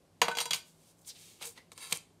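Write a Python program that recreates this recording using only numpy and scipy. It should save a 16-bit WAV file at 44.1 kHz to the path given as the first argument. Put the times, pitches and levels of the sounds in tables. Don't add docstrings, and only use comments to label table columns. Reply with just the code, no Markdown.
import sys
import numpy as np
from scipy import signal
from scipy.io import wavfile

SR = 44100
rng = np.random.default_rng(int(sys.argv[2]) if len(sys.argv) > 2 else 0)


def generate_wav(signal):
    frames = np.transpose(np.atleast_2d(signal))
    scaled = np.clip(frames, -1, 1) * 32767
    pcm = np.round(scaled).astype(np.int16)
    wavfile.write(sys.argv[1], SR, pcm)


N = 97020
TIME = np.arange(N) / SR
BAND_CENTRES_HZ = 30 * 2 ** np.arange(0, 9.2, .5)
LOW_HZ, MIDDLE_HZ, TREBLE_HZ = 900, 2700, 8100

# (frequency [Hz], band level [dB])
ROOM_SPECTRUM = [(30, -101), (60, -83.5), (100, -83.5), (170, -76), (240, -75), (400, -74.5), (800, -78),
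                 (1600, -86), (3500, -83), (8000, -82), (11500, -82.5), (15000, -94.5)]
# (frequency [Hz], level [dB])
HUMS = [(101, -73.5), (165, -72)]
# (time [s], low [dB], middle [dB], treble [dB], ring gain [dB],
# mode picked out by the contact point [Hz], its boost or cut [dB])
BOUNCES = [(0.2163, -15.5, -16, -20, -3.5, 6670, 9), (0.282, -22.5, -26.5, -33.5, -1.5, 930, 8),
           (0.3142, -41.5, -38, -43, 0.5, 1507, 23.5), (0.351, -46.5, -43.5, -45, 9, 6670, 4.5),
           (0.3702, -32, -30.5, -28, -1, 4324, 8), (0.3851, -36, -23.5, -28, -0.5, 2103, 3),
           (0.4025, -34.5, -31, -25, -1, 5900, 7.5), (0.4115, -39, -37, -27, 3.5, 4324, 5),
           (0.4557, -40, -38.5, -33, 6, 992, 12), (0.5077, -35, -23, -25.5, 0, 3330, 8.5),
           (0.5325, -40, -23.5, -22.5, -2, 4732, 8.5), (0.5435, -42.5, -31, -26, 0, 2825, -9),
           (0.559, -49, -47, -32, -5.5, 1507, 14.5)]
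# (frequency [Hz], band gain [dB])
KNOCK_SPECTRUM = [(60, -43), (110, -38.5), (170, -17.5), (300, -28.5), (480, -15.5), (950, -3.5),
                  (1600, -10.5), (3000, -4), (6000, -9), (10000, -8.5), (15000, -15.5)]
# (frequency [Hz]), (gain [dB]), (T60 on the first bounce [s])
BOUNCE_RING_HZ = [474, 747, 930, 992, 1298, 1507, 2103, 2428, 2825, 3330, 3930, 4324, 4732, 5350, 5900,
                  6670, 7240, 7490, 8660, 10150, 11850, 13750]
BOUNCE_RING_DB = [-12, -9.5, -16.5, -19, -15, -17, -17.5, -19, -16, -13, -14, -20.5, -10, -23.5, -14.5, -13,
                  -16, -22, -14.5, -28, -29, -21]
BOUNCE_RING_T60_S = [0.13, 0.076, 0.32, 0.19, 0.07, 0.37, 0.17, 0.19, .14, 0.21, .15, 0.16, 0.12, 0.1, .1,
                     .1, .11, .11, 0.17, 0.12, 0.052, .1]
# (time [s], level [dB])
THUDS = [(0.216, -40.5), (0.283, -65.5), (0.387, -51.5), (1.9216, -37.5)]
# (time of full speed [s], attack [s], hold [s], release [s],
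# low [dB], middle [dB], treble [dB], graininess [dB], ring gain [dB])
STROKES = [(0.669, .05, 0.017, 0.094, -98.5, -82, -69.5, 1.5, -7),
           (0.873, 0.28, 0.038, 0.051, -89.5, -80, -71.5, 2, -5),
           (0.993, 0.05, 0.034, 0.035, -85, -93, -72.5, 5, -13),
           (1.078, 0.024, 0.011, 0.043, -71.5, -67.5, -52.5, 2.5, -4),
           (1.193, 0.13, 0.1, 0.2, -84, -67, -64.5, 1.5, -6),
           (1.421, 0.024, 0.017, 0.054, -54.5, -52, -56, 5.5, -2.5),
           (1.456, 0.032, .017, 0.056, -66, -67.5, -49, 2.5, -4),
           (1.566, 0.025, 0.0041, 0.092, -70.5, -65.5, -73, 0.5, -3),
           (1.822, .06, 0.038, 0.063, -67, -62, -61.5, 3.5, 8),
           (1.91, 0.036, 0.049, 0.038, -57.5, -56.5, -53, 2.5, -2)]
# (frequency [Hz], band gain [dB])
RUB_SPECTRUM = [(150, -15.5), (330, -19), (500, -8.5), (1000, -2), (1500, -10.5), (2300, -2), (4400, 2.5),
                (5700, 0.5), (8000, 3), (11500, -2), (15000, 0)]
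# (frequency [Hz], width [Hz], gain [dB])
DESK_AND_RULER_MODES = [(484, 28, -11.5), (1075, 83, -2.5), (1354, 76, -5.5), (1735, 77, -7.5),
                        (2236, 110, -0.5), (2680, 120, -4), (3165, 110, -4), (3840, 160, -1.5),
                        (4540, 180, -1.5), (6400, 160, -4), (7320, 310, -2.5), (8205, 200, -0.5),
                        (9200, 340, 2)]
# (peak time [s], half-length [s], level [dB], pitch at the peak [Hz])
SWISHES = [(1.051, 0.0046, -60, 4300), (1.101, .019, -47, 4976), (1.163, .014, -56, 3614)]
# (time [s], low [dB], middle [dB], treble [dB], noise T60 [s], ring gain [dB])
TAPS = [(1.4119, -41, -57, -71, 0.03, -8), (1.5755, -49, -49, -57.5, 0.062, -6.5),
        (1.7177, -53, -56, -52.5, 0.057, 10.5), (1.731, -56, -69, -55, 0.033, -15),
        (1.7773, -55, -57, -50.5, 0.12, 11), (1.9206, -35, -48, -43.5, 0.025, 5.5),
        (1.9243, -42.5, -19.5, -30, 0.013, -14.5), (1.9288, -34.5, -28.5, -36.5, 0.018, -12.5)]
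# (frequency [Hz], band gain [dB])
TAP_SPECTRUM = [(60, -46), (170, -16), (300, -17), (600, -12), (1100, -4.5), (1600, -15), (2300, -8),
                (4300, 0.5), (5800, -4.5), (9500, -1), (15000, -16.5)]
# (time [s], peak level [dB])
SNAPS = [(1.9271, -11.5), (1.9295, -24.5), (1.961, -27.5), (1.9723, -26.5)]


def from_db(db):
    return 10 ** (np.asarray(db) / 20)


def unit_rms(x):
    return x / np.sqrt(np.mean(x ** 2) + 1e-20)


def db_at(spectrum, hz):
    frequencies, db = np.transpose(spectrum)
    return np.interp(np.log(hz), np.log(frequencies), db)


def three_point_eq(low, middle, treble):
    return [(LOW_HZ, low), (MIDDLE_HZ, middle), (TREBLE_HZ, treble)]


def decay(t60, t):
    return np.exp(-np.log(1000) * t / t60)


def add(out, start, sound):
    i = int(start * SR)
    out[i:i + len(sound)] += sound[:N - i]


def shaped_noise(envelope, *spectra):
    white = rng.standard_normal((2, len(envelope))) * (envelope + 1e-12)
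    out = 0
    for k, hz in enumerate(BAND_CENTRES_HZ):
        edges = hz * 2 ** np.array([-.25, .25])
        band = signal.butter(2, edges, "band", fs=SR, output="sos")
        gain = from_db(sum(db_at(spectrum, hz) for spectrum in spectra))
        out += gain * np.sqrt(SR / 2 / np.ptp(edges)) * signal.sosfilt(band, white[k % 2])
    return out


def pitched_noise(hz, width_hz):
    smoothing = signal.butter(2, width_hz / 2, fs=SR, output="sos")
    waver = signal.sosfilt(smoothing, rng.standard_normal((2, N + SR)))[:, SR:]
    phase = 2 * np.pi * np.cumsum(hz * np.ones(N)) / SR
    return unit_rms(waver[0] * np.cos(phase) + waver[1] * np.sin(phase))


def resonate(x, hz, width_hz):
    radius = np.exp(-np.pi * width_hz / SR)
    zeros = np.sqrt((1 - radius ** 2) / 2) * np.array([1, 0, -1])
    poles = [1, -2 * radius * np.cos(2 * np.pi * hz / SR), radius ** 2]
    return signal.lfilter(zeros, poles, x)


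def mode(hz, db, t60, t):
    return from_db(db) * np.sin(2 * np.pi * hz * t) * decay(t60, t)


def room_tone():
    bed = shaped_noise(np.ones(N), ROOM_SPECTRUM)
    return bed + sum(from_db(db) * pitched_noise(hz, width_hz=12) for hz, db in HUMS)


def protractor_clatter(scatter_db=1.5, settled_ring_share=.75, choke_above_db=-36.5, choke_t60_s=.057):
    out, t = np.zeros(N), TIME[:SR // 2]
    body = np.hypot(decay(.033, t), from_db(-10.5) * decay(.17, t))
    attack = 1 - np.exp(-t / .00063)
    crack = 1 + from_db(4) * decay(.0093, t)
    knock_envelope = from_db(-2) * body * attack * crack
    for start, low, middle, treble, ring_db, contact_hz, contact_db in BOUNCES:
        eq = three_point_eq(low, middle, treble)
        ring_share = np.interp(start, [BOUNCES[0][0], BOUNCES[-1][0]], [1, settled_ring_share])
        ring = 0
        for hz, db, t60 in zip(BOUNCE_RING_HZ, BOUNCE_RING_DB, BOUNCE_RING_T60_S):
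            accent_db = contact_db * np.exp(-((hz - contact_hz) / 45) ** 2)
            level_db = db + ring_db + accent_db + db_at(eq, hz) + scatter_db * rng.normal()
            ring += rng.choice([-1, 1]) * mode(hz, level_db, t60 * ring_share, t)
        strong_hits = [at for at, _, mid_db, *_ in BOUNCES if at > start and mid_db > choke_above_db]
        next_hit = min(strong_hits, default=TIME[-1])
        choke = decay(choke_t60_s, np.maximum(start + t - next_hit, 0))
        add(out, start, ring * choke + shaped_noise(knock_envelope, KNOCK_SPECTRUM, eq))
    return out


def desk_thuds(hz=167.1, t60_s=.1, attack_s=.0025):
    out, t = np.zeros(N), TIME[:SR // 2]
    for start, db in THUDS:
        add(out, start, mode(hz, db, t60_s, t) * (1 - np.exp(-t / attack_s)))
    return out


def ruler_slides(grains_per_s=1100, edge_db=-20):
    out = np.zeros(N)
    for peak, attack, hold, release, low, middle, treble, grain_db, ring_db in STROKES:
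        eq = three_point_eq(low, middle, treble)
        fade_in = np.maximum(peak - TIME, 0) / attack
        fade_out = np.maximum(TIME - peak - hold, 0) / release
        speed = from_db(edge_db * (fade_in + fade_out))
        catches = np.interp(TIME * grains_per_s, np.arange(N), rng.standard_normal(N))
        friction = speed * unit_rms(from_db(grain_db * catches))
        out += shaped_noise(friction, RUB_SPECTRUM, eq)
        slips = friction * rng.standard_normal(N) + 1e-18
        for hz, width, db in DESK_AND_RULER_MODES:
            out += from_db(db + ring_db + db_at(eq, hz)) * resonate(slips, hz, width)
    return out


def ruler_swishes(octaves_per_s=-12.5):
    out = np.zeros(N)
    for peak, half_length, db, hz in SWISHES:
        glide_time = np.clip(TIME - peak, -2 * half_length, 2 * half_length)
        pitch = hz * 2 ** (octaves_per_s * glide_time)
        swell = np.exp(-((TIME - peak) / half_length) ** 2)
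        out += from_db(db) * swell * pitched_noise(pitch, width_hz=2050)
    return out


def ruler_taps(ring_trim_db=-4.5):
    out, t = np.zeros(N), TIME[:SR // 4]
    for start, low, middle, treble, noise_t60, ring_db in TAPS:
        eq = three_point_eq(low, middle, treble)
        ring = 0
        for k, (hz, width, db) in enumerate(DESK_AND_RULER_MODES):
            ring_t60 = np.log(1000) / (np.pi * width)
            ring += (-1) ** k * mode(hz, ring_trim_db + ring_db + db + db_at(eq, hz), ring_t60, t)
        add(out, start, ring + shaped_noise(decay(noise_t60, t), TAP_SPECTRUM, eq))
    return out


def desk_drag(peak_s=1.465, half_length_s=.028, level_db=-58):
    swell = np.exp(-((TIME - peak_s) / half_length_s) ** 2)
    return from_db(level_db) * swell * pitched_noise(hz=474, width_hz=27)


def ruler_lift(start_s=1.577, t60_s=.12, level_db=-49.5):
    out = np.zeros(N)
    add(out, start_s, from_db(level_db) * pitched_noise(hz=2023, width_hz=174) * decay(t60_s, TIME))
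    return out


def ruler_snaps(band_hz=(6500, 12100), t60_s=.0057):
    out, t = np.zeros(N), TIME[:SR // 20]
    band = signal.butter(3, band_hz, "band", fs=SR, output="sos")
    for start, db in SNAPS:
        click = signal.sosfilt(band, rng.standard_normal(len(t)) * decay(t60_s, t))
        add(out, start, from_db(db) * click / np.abs(click).max())
    return out


def room_reverb(x, send_db=-13, t60_s=.3, predelay_s=.0065, high_cut_hz=7000):
    t = TIME[:SR // 2]
    tail = rng.standard_normal(len(t)) * decay(t60_s, t) * (t > predelay_s)
    high_cut = signal.butter(1, high_cut_hz, fs=SR, output="sos")
    tail = signal.sosfilt(high_cut, tail / np.linalg.norm(tail))
    return from_db(send_db) * signal.fftconvolve(x, tail)[:N]


def scene(low_cut_hz=115):
    desk = protractor_clatter() + desk_thuds() + ruler_slides() + ruler_swishes()
    desk += ruler_taps() + desk_drag() + ruler_lift() + ruler_snaps()
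    desk = signal.sosfilt(signal.butter(2, low_cut_hz, "high", fs=SR, output="sos"), desk)
    return (desk + room_reverb(desk) + room_tone())[None]


def record(dry):
    mic_top_hz, cutoff_hz = 13500, 15600
    soft = signal.sosfilt(signal.butter(2, mic_top_hz, fs=SR, output="sos"), dry)
    return signal.sosfilt(signal.ellip(10, .3, 70, cutoff_hz, fs=SR, output="sos"), soft)


dry = scene()
out = record(dry)
generate_wav(out)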